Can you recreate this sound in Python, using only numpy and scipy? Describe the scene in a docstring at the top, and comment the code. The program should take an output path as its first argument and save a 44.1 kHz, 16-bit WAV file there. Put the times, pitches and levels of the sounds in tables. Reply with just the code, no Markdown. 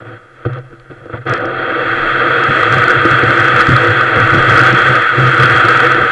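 """Faint scuffs and a hard knock open the scene: a plastic kayak is nudged and pushed off, then scrapes down a
snowy slope. A small camera fixed to the hull hears it all. Blows are half-sine pushes that ring the hull's
resonances; snow and ruts are streams of random grains that drive the same resonances, and the low ones boom
over ruts. Airborne crystal hiss, dry ticks and soft air thuds are shaped noise. The tallest peaks are
flattened."""
import sys
import numpy as np
from scipy import signal
from scipy.fft import rfft, irfft, next_fast_len
from scipy.io import wavfile
from scipy.ndimage import uniform_filter1d, map_coordinates

SR = 44100
rng = np.random.default_rng(int(sys.argv[2]) if len(sys.argv) > 2 else 0)


def unload_audio(sound):
    """Save the sound as a 16-bit wav file, at the path given as the first command line argument."""
    columns = np.transpose(np.atleast_2d(sound))
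    # keep every value between -1 and 1, then stretch to whole-number steps
    steps = np.round(np.clip(columns, -1, 1) * 32767)
    wavfile.write(sys.argv[1], SR, steps.astype(np.int16))


def invert_db(x):
    """Field ratio 10**(x/20) for x, a level in decibels (scalar or array-like)."""
    u = np.asarray(x, float) / 20
    return 10 ** u


N = 269451


def unit(x):
    """Scaled to rms 1."""
    return x / np.sqrt(np.mean(x ** 2) + 1e-20)


def curves(rows):
    """One value per sample for each column after the time."""
    s, *cols = np.transpose(rows)
    return [np.interp(np.arange(N) / SR, s, c) for c in cols]


def wobble(rate):
    """A smooth random curve, rate knots a second."""
    knots = rng.standard_normal(int(N * 200 / SR))
    return map_coordinates(knots, [np.arange(N) * rate / SR])


def filtered(x, response):
    """x shaped by a gain or complex response, given as a function of frequency."""
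    m = next_fast_len(N + SR // 2)
    return irfft(rfft(x, m) * response(np.fft.rfftfreq(m, 1 / SR)), m)[:N]


def colour(points):
    """Gain through (Hz, dB) points on a log frequency axis."""
    f, db = np.transpose(points)
    return lambda hz: invert_db(np.interp(np.log(hz + 1), np.log(f + 1), db))


def band(low_hz, high_hz):
    """Fourth-order band-pass gain."""
    return lambda hz: 1 / np.sqrt((1 + (low_hz / (hz + 1)) ** 8) * (1 + (hz / high_hz) ** 8))


def grit(spread_db):
    """Noise grains of uneven size: a positive spread makes rare larger ones, a negative spread rare weaker ones."""
    return unit(rng.standard_normal(N) * invert_db(spread_db * rng.exponential(size=N)))


def swells(rows, rise_s, fall_s):
    """Power sum of (start s, length s, dB) events that rise, hold and die away."""
    t = np.arange(N) / SR
    power = np.zeros(N)
    for start, length, db in rows:
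        rise = np.sin(np.pi / 2 * np.clip((t - start) / rise_s, 0, 1)) ** 2
        fall = np.exp(-np.clip(t - start - length, 0, None) / fall_s)
        power += (invert_db(db) * rise * fall) ** 2
    return power


def follows(control_db, level_db, db_per_db):
    """Power of a layer that grows with a control and sits at level_db when the control is at -18.5 dB."""
    return invert_db(level_db + db_per_db * (control_db + 18.5)) ** 2


# The boat at rest, creaking faintly.
# The single row: scrape, shudder, heave, hiss and buffet levels, all in dB.
REST_LEVELS = [-45.5, -45.5, -50, -69.5, -55]


def at_rest(layer):
    """Power of the steady floor under one layer."""
    names = ["scrape", "shudder", "heave", "hiss", "buffet"]
    return invert_db(REST_LEVELS[names.index(layer)]) ** 2


# How hard the slope works the hull during the run.
# Each row: time in seconds, snow scrape in dB, roughness of the ground in dB.
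SLOPE = [(1.255, -37, -30.5), (1.268, -19.5, -19), (1.322, -14.5, -15), (1.36, -17.5, -19),
         (1.41, -24, -20), (1.65, -19, -21), (1.95, -14.5, -21), (2.35, -12, -18.5), (2.8, -10, -16),
         (2.97, -11.5, -18.5), (3.2, -10, -18.5), (3.65, -9.5, -18.5), (4.0, -11.5, -18), (4.35, -10, -16),
         (4.68, -7.5, -15), (4.82, -9, -16), (5.0, -10.5, -16), (5.09, -12.5, -24), (5.15, -11.5, -18.5),
         (5.19, -11, -18), (5.45, -8.5, -17.5), (5.92, -9.5, -17), (6.0, -12.5, -17), (6.11, -11.5, -23.5)]


def sliding():
    """Scrape and roughness in dB, at -120 dB until the push-off."""
    return np.where(np.arange(N) / SR < SLOPE[0][0], -120, curves(SLOPE))


# Small shifts of the boat before it is pushed off.
# Each row: start in seconds, length in seconds, scrape level in dB, shudder over scrape in dB.
SMALL_SHIFTS = [(0, 0.02, -36.5, 5), (0.043, .13, -38.5, 4), (0.348, 0.11, -43, -4.5),
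                (0.449, 0.01, -27, -8), (0.479, .11, -36, 3.5), (.7, 0.041, -46, 1),
                (0.896, 0.037, -39.5, 3), (0.958, .025, -42, 5), (0.995, .05, -46.5, 6),
                (1.057, .03, -42.5, 9.5), (1.093, 0.033, -38, 3), (1.126, 0.031, -31, 3.5),
                (1.17, .05, -37, -1)]


def scuffing():
    """Powers of the scrape and the shudder as the boat catches and slips unevenly."""
    scrapes = [(s, length, db) for s, length, db, _ in SMALL_SHIFTS]
    shudders = [(s, length, db + over) for s, length, db, over in SMALL_SHIFTS]
    scuffs = invert_db(5.2 * wobble(45)) * swells(scrapes, rise_s=0.0068, fall_s=0.022)
    shifts = invert_db(5.2 * wobble(29.9)) * swells(shudders, rise_s=0.0068, fall_s=0.022)
    return scuffs, shifts


def resonance(hz, centre_hz, width_hz):
    """Complex response of one damped mode, 1 at its centre."""
    return 1j * hz * width_hz / (centre_hz ** 2 - hz ** 2 + 1j * hz * width_hz)


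# Ringing modes of the plastic shell.
# Each row: centre in Hz, width in Hz, strength in dB.
HULL_MODES = [(25, 12, -33), (114.4, 4.5, -3), (128.96, 4.34, 1.5), (210, 34, -18), (263.3, 42, -13),
              (337.8, 20, -1), (486.7, 44, -1.5), (646, 87, -12), (764.6, 26.3, -10.5), (941.5, 106, -21),
              (1248.4, 136, 1.5), (1404.5, 213.5, 3.5), (1504, 149, 4), (1812, 139, -7), (1926, 86, -4.5),
              (2218, 275, -15), (2580, 194, -14), (3286, 227, -14.5), (4000, 220, -26.5),
              (4400, 360, -30.5)]
# Places where the hull barely moves under the camera.
# Each row: centre in Hz, width in Hz, depth of the dip in dB (negative lifts instead).
HULL_NODES = [(151.4, 43, 12.5), (410, 22, 12), (871, 82, -8), (1044.5, 185, 14), (2977, 325, 13),
              (3700, 240, 4.5)]


def hull(hz):
    """Causal response of the shell: its modes summed, then thinned at the nodes."""
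    response = 0
    for k, (centre, width, db) in enumerate(HULL_MODES):
        # the first three move in step, so the pair above 100 Hz starts together and then beats;
        # from there on neighbours move in opposite senses
        sense = (-1) ** max(k - 1, 1)
        response = response + sense * invert_db(db) * resonance(hz, centre, width)
    for centre, width, depth_db in HULL_NODES:
        response = response * (1 - (1 - invert_db(-depth_db)) * resonance(hz, centre, width))
    return response


def through_hull(force, low_hz, high_hz):
    """A force heard through the shell within one band, at rms 1."""
    return unit(filtered(force, lambda hz: hull(hz) * band(low_hz, high_hz)(hz)))


# Tone of the microphone's own hiss.
# Each row: frequency in Hz, relative gain in dB.
MIC_TONE = [(20, 2.5), (60, -4), (3000, -6), (11300, -7.5), (11600, -32), (16000, -18)]


def self_noise():
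    """The microphone's own hiss: steady coloured noise at -68 dB rms."""
    return invert_db(-68.0) * unit(filtered(rng.standard_normal(N), colour(MIC_TONE)))


def buffet():
    """Moving air thuds softly on the microphone port: wavering noise around 17 to 32 Hz."""
    _, rough_db = sliding()
    moving = uniform_filter1d(follows(rough_db, level_db=-45.5, db_per_db=1.2), size=SR // 10)
    thuds = unit(filtered(rng.standard_normal(N), band(17, 32)))
    gusts = invert_db(3 * wobble(9) + 3 * wobble(2.5))
    return np.sqrt(at_rest("buffet") + moving) * gusts * thuds


# Small dry ticks.
# Each row: start in seconds, peak in dB ahead of the housing's cut-off, centre in Hz.
SNAPS = [(.455, -40, 4000), (0.534, -28, 2700), (.587, -32, 2000), (0.7984, -33, 1700), (0.919, -46, 2400),
         (1.058, -40, 2400), (1.277, -31, 3500), (1.296, -16, 5500), (1.299, -25.5, 4000),
         (1.3372, -11.5, 4740), (1.362, -33, 5000), (1.378, -25, 5000), (1.408, -33, 5000),
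         (1.456, -23, 4500), (2.439, -15.5, 6000), (2.7244, -12.5, 6070), (2.9063, -18.5, 6000),
         (3.4043, -16, 6100), (4.446, -22.5, 5960), (4.7282, -11.5, 5030), (5.4806, -22, 6000),
         (5.774, -9.5, 5930)]


def ticks():
    """Short dry snaps: bursts of band-passed noise, fading out above the housing's cut-off."""
    snaps, t = np.zeros(N + SR), np.arange(SR // 100) / SR
    for s, db, hz in SNAPS:
        edges = np.clip([hz / 3, hz * 1.7], 300, 9000)
        burst = invert_db(-60 * t / 0.006) * rng.standard_normal(len(t))  # 60 dB down in 6 ms
        snap = signal.sosfilt(signal.butter(2, edges, "band", fs=SR, output="sos"), burst)
        snaps[round(s * SR):][:len(t)] += invert_db(db) * snap / np.abs(snap).max()
    return filtered(snaps[:N], band(400, 5700))


# Tone of the snow crystals in the air.
# Each row: frequency in Hz, relative gain in dB.
CRYSTAL_TONE = [(2500, -41.5), (4000, 9.5), (5200, 2.5), (6500, 0.5), (7600, 2.5), (9000, -8),
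                (11000, -14.5), (11600, -53.5), (16000, -45)]


def hiss(scrape_db, crust):
    """Crystals hiss in the air: coloured grains that grow faster than the scrape."""
    grains = invert_db(0.6 * crust + 1.0 * wobble(14)) * grit(spread_db=-1.0)
    power = at_rest("hiss") + follows(scrape_db, level_db=-60, db_per_db=1.79)
    return np.sqrt(power) * unit(filtered(grains, colour(CRYSTAL_TONE)))


# The hull rocks over a rut and booms.
# Each row: start in seconds, length in seconds, level in dB.
RUTS = [(2.48, 0.026, -16.5), (2.694, 0.048, -25.5), (2.747, 0.055, -20), (2.955, 0.035, -21),
        (3.1, 0.042, -15.5), (3.228, 0.079, -22), (3.385, 0.035, -20), (3.519, 0.075, -21),
        (3.677, 0.074, -11), (3.878, 0.035, -17.5), (4.148, 0.098, -17.5), (4.315, 0.067, -16),
        (4.466, 0.086, -17), (4.598, 0.033, -20.5), (4.714, 0.03, -14.5), (4.883, 0.026, -20.5),
        (5.171, 0.12, -16), (5.385, 0.063, -14.5), (5.481, 0.053, -22), (5.538, 0.049, -23.5),
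        (5.634, 0.03, -21.5), (5.998, 0.041, -20.5)]


def heave(rough_db, shifts):
    """The slope stirs the hull's low pair with noise, and a rut drives it more steadily while it passes."""
    stirred = through_hull(rng.standard_normal(N), 80, 188)
    envelope = np.abs(signal.hilbert(stirred))
    boom = unit(stirred / (envelope + 0.29))  # evens out the random swelling
    power = at_rest("heave") + invert_db(-6) * shifts + follows(rough_db, level_db=-28.5, db_per_db=2.05)
    return np.sqrt(power) * stirred + np.sqrt(swells(RUTS, rise_s=0.018, fall_s=0.016)) * boom


def shudder(rough_db, shifts, crust):
    """Ruts shake the shell: uneven grains ring its modes from 140 to 1015 Hz."""
    force = invert_db(0.8 * crust + 1.62 * wobble(12)) * grit(spread_db=1.0)
    power = at_rest("shudder") + shifts + invert_db(rough_db) ** 2
    return np.sqrt(power) * through_hull(force, 140, 1015)


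def scrape(scrape_db, scuffs, crust):
    """Fine snow scrapes the shell: tiny grains ring its modes from 810 to 4210 Hz."""
    force = invert_db(0.12 * crust + 0.74 * wobble(60)) * grit(spread_db=1.1)
    power = at_rest("scrape") + scuffs + invert_db(scrape_db) ** 2
    return np.sqrt(power) * invert_db(0.3 * wobble(9)) * through_hull(force, 810, 4210)


def slide():
    """Hiss, heave, shudder and scrape share one slope, one set of small shifts and one crust."""
    scrape_db, rough_db = sliding()
    scuffs, shifts = scuffing()
    crust = wobble(25)  # harder and softer snow passing underneath
    return (hiss(scrape_db, crust) + heave(rough_db, shifts)
            + shudder(rough_db, shifts, crust) + scrape(scrape_db, scuffs, crust))


# Blows and bumps on the hull.
# Each row: start in seconds, relative strength of the push in dB, contact time in ms.
BLOWS = [(0.019, -28, 1.1), (0.45, -21, 0.67), (0.457, 3.5, 5.25), (.460, -11.5, 1.4), (.498, -28, 0.66),
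         (.726, -20.5, 2.95), (0.857, -44.5, 0.4), (0.911, -21.5, 2), (0.962, -54, .5), (1.055, -26, 1.1),
         (1.096, -26, 0.76), (1.136, -5.5, 3.9), (1.29, -18, 0.75), (2.12, -25, 2.9), (2.487, 0, 11),
         (3.049, 1, 2.1), (3.229, -1, 2.2), (3.684, 1.5, 3.1), (4.339, -1.5, 2.7), (4.728, -9, 2.1),
         (5.179, -5.5, 2.6)]


def bumps():
    """Each blow is a half-sine push on the hull: the longer the contact, the duller the ring."""
    force = np.zeros(N + SR)
    for s, db, contact_ms in BLOWS:
        push = np.sin(np.pi * np.arange(0, 1, 1000 / (SR * contact_ms)))
        force[round(s * SR):][:len(push)] += invert_db(db) * push / push.sum()
    # the camera hears little of the slow push itself: a gentle low cut at 45 Hz
    return invert_db(51.5) * filtered(force[:N], lambda hz: hull(hz) * 1j * hz / (45 + 1j * hz))


def scene():
    """Everything reaches one microphone."""
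    return (buffet() + ticks() + slide() + bumps())[None]


def roll_off(x):
    """The treble ends steeply here."""
    return signal.sosfilt(signal.butter(12, 11500, fs=SR, output="sos"), x)


def record(dry):
    """The microphone adds its own hiss, and the tallest peaks are flattened."""
    x = dry + self_noise()
    top, hardness = 0.94, 30  # ceiling at 0.94 of full scale, with a sharp knee
    mix = x / (1 + np.abs(x / top) ** hardness) ** (1 / hardness)
    return roll_off(mix)


dry = scene()
out = record(dry)
unload_audio(out)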